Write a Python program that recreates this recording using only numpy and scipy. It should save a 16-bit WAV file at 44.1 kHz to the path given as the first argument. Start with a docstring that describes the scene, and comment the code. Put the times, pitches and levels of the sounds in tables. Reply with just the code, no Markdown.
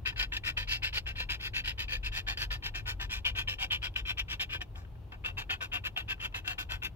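"""Quick to-and-fro scratching, about eight strokes a second, on a lottery ticket held in one hand.
The scraping edge sticks and slips on the coating and shakes the card, whose resonances change as the
hand works down it; now and then the edge catches or the card flexes with a tick. Two microphones hear
it inside a parked car: the small padded cabin adds a very short ring, and a low rumble lies beneath."""
import sys
import numpy as np
from scipy import signal
from scipy.fft import rfft, irfft, next_fast_len
from scipy.io import wavfile
from scipy.ndimage import uniform_filter1d

SR = 44100
rng = np.random.default_rng(int(sys.argv[2]) if len(sys.argv) > 2 else 0)


def wav_record(signal):
    """Record a signal, one row per channel, as 16-bit PCM in the file named by sys.argv[1]."""
    frames = np.transpose(np.atleast_2d(signal))
    bounded = np.clip(frames, -1, 1)
    # unit amplitude maps onto the largest positive 16-bit level
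    quanta = np.round(bounded * 32767).astype(np.int16)
    wavfile.write(sys.argv[1], SR, quanta)


N = 306495
EVENT_SIZE = 8192  # samples for one stroke or tick
USUAL_DB = -29.5  # crest of an ordinary stroke


# Strokes on the ticket; pushes tend to crest early, hissier pulls late. Each row: start in seconds,
# length in seconds, crest level in dB, place of the crest from 0 to 1, coating hiss in dB.
STROKES = [(0.051, 0.051, -27.5, 0.29, -1.5), (0.157, 0.089, -29, 0.59, -1.5),
           (0.318, 0.056, -30.5, 0.02, -2), (0.433, 0.072, -29, 0.65, 0), (0.566, 0.069, -29, 0.11, -2.5),
           (0.67, 0.097, -27.5, 0.57, 2), (0.819, 0.068, -28, 0.39, -4), (0.924, 0.058, -27, 1, -0.5),
           (1.057, 0.058, -34.5, 0.32, -5.5), (1.15, 0.086, -33, 0.64, -4), (1.287, 0.064, -30.0, 0.32, -1),
           (1.393, 0.084, -32, 0.82, -0.5), (1.531, 0.072, -29, 0.54, -2.5),
           (1.636, 0.078, -30.0, 0.57, -3.5), (1.775, 0.065, -32, 0.44, -1.5),
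           (1.877, 0.09, -31, 0.62, -1.5), (2.027, 0.054, -32.5, 0.75, -0.5), (2.115, 0.085, -31.0, 0.7, 1),
           (2.264, 0.069, -30.0, 0.38, -2.5), (2.369, 0.076, -30, 0.72, 4), (2.501, 0.057, -32.5, 0.3, 2),
           (2.622, 0.061, -33, 0.67, 2.5), (2.738, 0.062, -35, 0.32, 1.0), (2.854, 0.068, -32.5, 0.58, 6.5),
           (2.993, 0.058, -34.5, 0.38, 3), (3.092, 0.093, -32.0, 0.41, 5.0),
           (3.244, 0.055, -25.5, 0.35, -1), (3.347, 0.072, -29.5, 0.61, 1),
           (3.472, 0.067, -28.5, 0.14, 1.5), (3.581, 0.07, -29.5, 0.69, 1.5),
           (3.701, 0.06, -26.5, 0.4, -1.5), (3.815, 0.058, -31, 0.56, -1), (3.953, 0.05, -31.5, 0.17, 0),
           (4.049, 0.066, -30, 0.81, -1.0), (4.17, 0.033, -28, 1.0, 1.5), (4.279, 0.066, -33.5, 0.67, 3.5),
           (4.393, 0.042, -29.5, 0.5, 1), (4.49, 0.076, -32.5, 0.66, -3.5), (4.604, 0.017, -35, 0.85, 4),
           (4.744, 0.086, -51, 0.36, 9.5), (5.115, 0.036, -44.5, 0.0, -4),
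           (5.238, 0.063, -32.5, 0.26, -4.5), (5.367, 0.057, -33.5, 0.35, 1.5),
           (5.492, 0.054, -28.5, 0.29, -4), (5.604, 0.052, -33.5, 0.24, 1.5),
           (5.715, 0.06, -29.5, 0.52, -4.0), (5.836, 0.036, -30, 0.96, -0.5),
           (5.96, 0.051, -29.5, 0.01, -3.0), (6.077, 0.049, -30.0, 0.74, -1.5),
           (6.194, 0.067, -31, 0.91, -0.5), (6.34, 0.049, -31, 0, 3), (6.442, 0.09, -34.5, 0.72, 3),
           (6.579, 0.047, -30, 0, 5.5), (6.688, 0.071, -34.5, 0.44, 1), (6.817, 0.052, -32.5, 0.59, 3.5)]
def scratching():
    """All strokes, each with its own reflections as hand and card move."""
    out = np.zeros((2, N))
    for stroke in STROKES:
        add(out, stroke[0], cabin(scratch(*stroke)))
    return out


def scratch(s, length, crest_db, crest_place, hiss_db, slow_dull_db=-4.0, fine_hz=4000, run_up_s=0.019,
            edge_hz=3100, edge_width_hz=700, edge_per_db=0.43):
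    """One stroke: the edge drags under changing pressure; its fine hiss needs speed, greatest halfway."""
    t, hz = np.arange(EVENT_SIZE) / SR, bins(EVENT_SIZE)
    pressure = edge_pressure(t, length, crest_db, crest_place)
    speed = np.sin(np.pi * np.minimum(t / length, 1))
    force = friction() * pressure
    fine = irfft(rfft(force) / (1 + (fine_hz / hz) ** 8), EVENT_SIZE)
    fine_gain = from_db(slow_dull_db * (1 - speed)) * np.minimum(t / run_up_s, 1)
    force = force - fine + fine * fine_gain
    # the harder the edge digs in, the more its own resonance stands out
    edge_db = edge_per_db * (crest_db - USUAL_DB) * resonance(hz, edge_hz, edge_width_hz)
    card_db = card_response(s, card_body_db(s, crest_db, hiss_db), hiss_db)
    rasp = causal_filter(force, card_db + edge_db)
    return unit_power(rasp) * np.sqrt(np.mean(pressure ** 2))


def edge_pressure(t, length, crest_db, crest_place, bite_s=0.0067, swell_db_s=351, ease_db_s=256,
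                  swing_db=11, lift_db_s=855, linger_db=18, linger_db_s=368):
    """The edge bites, presses to a crest, eases and lifts quickly, though a light touch lingers."""
    past_crest, past_end = t - crest_place * length, np.maximum(t - length, 0)
    slack_db = swell_db_s * np.maximum(-past_crest, 0) + ease_db_s * np.maximum(past_crest, 0)
    slack_db = swing_db * np.tanh(slack_db / swing_db)
    lift_db = np.minimum(lift_db_s * past_end, linger_db + linger_db_s * past_end)
    return from_db(crest_db - slack_db - lift_db) * np.minimum(t / bite_s, 1)


def friction(slips_per_s=650, count=400, spread_db=2.5, powder_db=-3, chatter_db=1.9, chatter_per_s=220):
    """Uneven slips of the edge over a fine hiss of crumbling coating."""
    slip_at = (np.cumsum(rng.gamma(2, .5, count)) * SR / slips_per_s).astype(int)
    sizes = from_db(spread_db * np.clip(rng.standard_normal(count), -2, 2))
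    slips = np.bincount(slip_at, sizes, EVENT_SIZE)[:EVENT_SIZE]
    force = unit_power(slips - slips.mean()) + from_db(powder_db) * rng.standard_normal(EVENT_SIZE)
    force *= from_db(chatter_db * np.clip(wander(EVENT_SIZE, chatter_per_s), -2, 2))
    # the hand keeps the mean drag steady
    return force / np.sqrt(uniform_filter1d(force ** 2, size=700) + 1e-9)


# How freely the card sounds as the grip shifts. Each row: time in seconds, body level in dB.
GRIP = [(0, 2.5), (1.2, -3.5), (2.03, -4.5), (2.15, 0), (3.05, .5), (3.35, 0.5), (4.45, -3.5), (4.6, 0.5),
        (5.5, 2.5), (6.9, .5)]
def card_body_db(s, crest_db, hiss_db, loss_per_db=0.62, gain_per_hiss_db=0.22):
    """Pressing harder damps the card's body; a light, hissy stroke lets it sound."""
    grip_db = np.interp(s, *np.transpose(GRIP))
    return grip_db - loss_per_db * (crest_db - USUAL_DB) + gain_per_hiss_db * hiss_db


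# The broad colour of scraping, right at the card. Each row: frequency in Hz, relative level in dB.
RASP_SPECTRUM = [(120, -37.5), (300, -13.5), (600, -20.5), (1000, -9), (1300, -11.5), (2100, -9.5),
                 (2400, -2), (3400, -4), (4200, -10.5), (4850, -14), (7600, -22.5), (8300, -28),
                 (11000, -28.5), (15500, -28)]
# The card's resonances. Each row: frequency in Hz, undamped width in Hz, then lift in dB when
# scratched at the top, middle and bottom.
CARD_MODES = [(518.5, 30, 11.5, 13.5, 8.5), (731, 75, 8.5, 7.5, 12), (1154, 73, -3.5, 5, 3.5),
              (1505, 122, 10.5, 11, 13), (1793, 187, 13.5, 8.5, 6.5), (2371, 148, 4, 8.5, 2),
              (2662, 134, 8, 4.5, 11.5), (3194, 580, 4, 8.5, 5.5), (4020, 190, 3, 1, -2),
              (4550, 220, 9.5, 1, 3.5), (5170, 350, 11, 2, 2.5), (5400, 300, -0.5, 7.5, 0.5),
              (6780, 270, 3.5, 2.5, 3.5), (12510, 1530, 7, 5, 9.5)]
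# Where the hand works. Each row: time in seconds, place on the card from 0 (top) to 2 (bottom).
HAND_PLACE = [(0, 0), (2.4, 0), (3.2, 1), (4.6, 1), (5.2, 2), (6.95, 2)]
def card_response(s, body_db, hiss_db, detune=0.015, vary_db=1.0, body_hz=1900, hiss_hz=3900):
    """The card's colour in dB; the grip shifts its resonances a little on every stroke."""
    hz, place = bins(EVENT_SIZE), np.interp(s, *np.transpose(HAND_PLACE))
    curve_db = at_hz(RASP_SPECTRUM, hz)
    curve_db += body_db / (1 + (hz / body_hz) ** 8) + hiss_db / (1 + (hiss_hz / hz) ** 8)
    for centre, width, *lifts in CARD_MODES:
        centre *= 1 + detune * rng.normal()
        width = max(width, centre / 15)  # fingers damp the card, so nothing rings for long
        lift_db = np.interp(place, np.arange(len(lifts)), lifts) + vary_db * rng.normal()
        curve_db += lift_db * resonance(hz, centre, width)
    return curve_db


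# Sharp ticks, right at the card. Each row: start in seconds, peak in dB, card body in dB.
TICKS = [(0.125, -40, 18), (0.197, -16, -14), (0.226, -22.5, -4), (0.367, -21.5, -7.5), (0.576, -21, -2),
         (0.831, -30, -6), (1.202, -20.5, 4), (2.373, -26, -5), (3.252, -22.5, -1), (3.940, -45, -3),
         (3.962, -20, -11), (4.198, -29, -3), (4.4, -25.5, -6.5), (4.549, -28, 16), (4.757, -39.5, -4),
         (4.849, -48, 17), (4.954, -50, 19), (5.121, -35.5, 9), (5.259, -23, -1), (5.973, -21, -1),
         (6.179, -49, 23), (6.325, -43, 7), (6.477, -18, -5)]
def ticks(decay_s=0.0061, hiss_db=-4.0):
    """The edge touches down or catches, or the card flexes: a snap rings the card's resonances."""
    out, t = np.zeros((2, N)), np.arange(EVENT_SIZE) / SR
    for s, peak_db, body_db in TICKS:
        burst = rng.standard_normal(EVENT_SIZE) * np.exp(-t / decay_s)
        snap = causal_filter(burst, card_response(s, body_db, hiss_db))
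        add(out, s, cabin(from_db(peak_db) * snap / np.abs(snap).max()))
    return out


# The card from the two microphones. Each row: frequency in Hz, left level over right in dB.
MIC_BALANCE = [(150, -31), (530, 34), (740, -17.5), (950, -10.5), (1130, 12.5), (1700, 3), (2900, 3.5),
               (4200, -5), (5500, 4.5), (7400, -5.5), (8700, -7), (11000, -17), (12300, -0.5), (16000, -5)]
# Phase between the microphones. Each row: frequency in Hz, lead of the left in radians.
MIC_LEAD = [(300, -6.5), (500, -5.5), (680, -5), (850, -3.5), (1100, 4), (1400, 3.5), (1800, 4.5),
            (2200, 4.5), (2800, 4), (4000, 3.5), (7000, 4.5), (9000, 11.5), (12000, 4.5)]
# Sound arriving straight from the card. Each row: frequency in Hz, share of the power from 0 to 1.
DIRECT_SHARE = [(150, .8), (400, .4), (800, .45), (1100, .85), (1600, .92), (3200, .92), (4500, .65),
                (8000, .45), (15000, .4)]
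def cabin(x, t60_s=0.035):
    """Direct sound reaches each microphone with its own phase; close glass and trim scatter the rest."""
    size = 2 * EVENT_SIZE
    hz, t = bins(size), np.arange(EVENT_SIZE) / SR
    ring = rng.standard_normal((2, EVENT_SIZE)) * from_db(-60 * t / t60_s)
    scatter = rfft(ring / np.sqrt(np.sum(ring ** 2, axis=1, keepdims=True)), size)
    sides, share = np.array([[1], [-1]]), at_hz(DIRECT_SHARE, hz)
    direct = np.exp(.5j * sides * at_hz(MIC_LEAD, hz))
    pan = np.sqrt(2 / (1 + from_db(-sides * at_hz(MIC_BALANCE, hz)) ** 2))
    paths = np.sqrt(share) * direct + np.sqrt(1 - share) * scatter
    return irfft(rfft(x, size) * pan * paths, size)[:, :EVENT_SIZE]


# Deep sway, drone and hush, all around the microphones. Each row: frequency in Hz, relative level in dB.
SWAY_SPECTRUM = [(15, -43), (25, -3.5), (38, 0.5), (46, 5), (54, -0.5), (62, 0.5), (80, -38), (150, -95)]
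DRONE_SPECTRUM = [(35, -71), (55, 3.5), (64, 1), (80, 2), (97, 2.5), (112, 2.5), (135, -11), (165, -10),
                  (250, -28.5), (600, -71)]
HUSH_SPECTRUM = [(90, -43), (150, -13), (330, -9), (600, -16.5), (850, -15.5), (1200, -23.5), (2100, -31.5),
                 (2800, -26.5), (5000, -39.5), (8500, -47.5), (12500, -42), (16000, -42)]
# The rumble in the cabin. Each row: time in seconds, then sway and drone in dB before their trims.
RUMBLE_LEVELS = [(0.1, -48, -45.5), (0.21, -44, -47.5), (2.45, -42, -48), (5.08, -51, -48.5),
                 (5.4, -49, -47.5), (5.65, -53.5, -50), (6.76, -45, -48.5), (6.85, -55, -48)]
def rumble_and_hush(sway_trim_db=0.9, drone_trim_db=1.56, sway_heave_db=0.64, drone_heave_db=0.35,
                    heaves_per_s=6.7, hush_db=-60, left_db=1.0):
    """Low rumble comes through the car body, heaving slightly at random, over the cabin's faint hush."""
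    times, *levels = np.transpose(RUMBLE_LEVELS)
    sway_db, drone_db = [np.interp(np.arange(N) / SR, times, level) for level in levels]
    sway_db += sway_trim_db + sway_heave_db * wander(N, heaves_per_s)
    sway = from_db(sway_db) * cabin_noise(SWAY_SPECTRUM)
    drone_db += drone_trim_db + drone_heave_db * wander(N, heaves_per_s)
    drone = from_db(drone_db) * cabin_noise(DRONE_SPECTRUM)
    hush = from_db(hush_db) * cabin_noise(HUSH_SPECTRUM)
    return (sway + drone + hush) * from_db([[left_db], [-left_db]])


# The background at the two microphones. Each row: frequency in Hz, likeness from 0 to 1.
MIC_LIKENESS = [(30, .99), (60, .97), (130, .95), (250, .6), (500, .35), (1500, .3), (12000, .1)]
def cabin_noise(spectrum):
    """Steady noise of unit power, alike at both microphones in the bass."""
    size = next_fast_len(N)
    hz = bins(size)
    mid, side = rfft(rng.standard_normal((2, size)))
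    alike = at_hz(MIC_LIKENESS, hz)
    pair = np.sqrt(1 + alike) * mid + np.sqrt(1 - alike) * side * [[1], [-1]]
    colour = from_db(at_hz(spectrum, hz)) * (hz < 2 * spectrum[-1][0])
    return unit_power(irfft(pair * colour, size)[:, :N])


def causal_filter(x, curve_db):
    """Minimum-phase filter: resonances ring after the blow, never before."""
    size = len(x)
    cepstrum = irfft(np.log(from_db(curve_db)), size)
    cepstrum[1:size // 2] *= 2
    cepstrum[size // 2 + 1:] = 0
    return irfft(rfft(x) * np.exp(rfft(cepstrum)), size)


def resonance(hz, centre, width):
    """A peak of height one."""
    return 1 / (1 + (2 * (hz - centre) / width) ** 2)


def from_db(db):
    """Decibels to gain."""
    return 10 ** (np.asarray(db) / 20)


def unit_power(x):
    """Scale to a mean square of one."""
    return x / np.sqrt(np.mean(x ** 2) + 1e-20)


def bins(size):
    """Frequencies of a real transform, in Hz."""
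    return np.maximum(np.arange(size // 2 + 1) * SR / size, 1)


def at_hz(points, hz):
    """Read a table on a log-frequency axis."""
    freqs, values = np.transpose(points)
    return np.interp(np.log(hz), np.log(freqs), values)


def wander(size, turns_per_s):
    """Random drift with a spread of about one."""
    position = np.arange(size) / SR * turns_per_s
    return 1.2 * np.interp(position, np.arange(size), rng.standard_normal(size))


def add(track, s, sound):
    """Mix a stereo sound in at s seconds."""
    start = int(np.clip(s * SR, 0, N - 1))
    track[:, start:start + EVENT_SIZE] += sound[:, :N - start]


def scene():
    """The ticket in the cabin, over the rumble."""
    return scratching() + ticks() + rumble_and_hush()


def record(dry, cutoff_hz=15800):
    """Both microphone channels lose the highest treble in a steep cut."""
    return signal.sosfiltfilt(signal.ellip(10, .05, 60, cutoff_hz, fs=SR, output="sos"), dry)


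dry = scene()
out = record(dry)
wav_record(out)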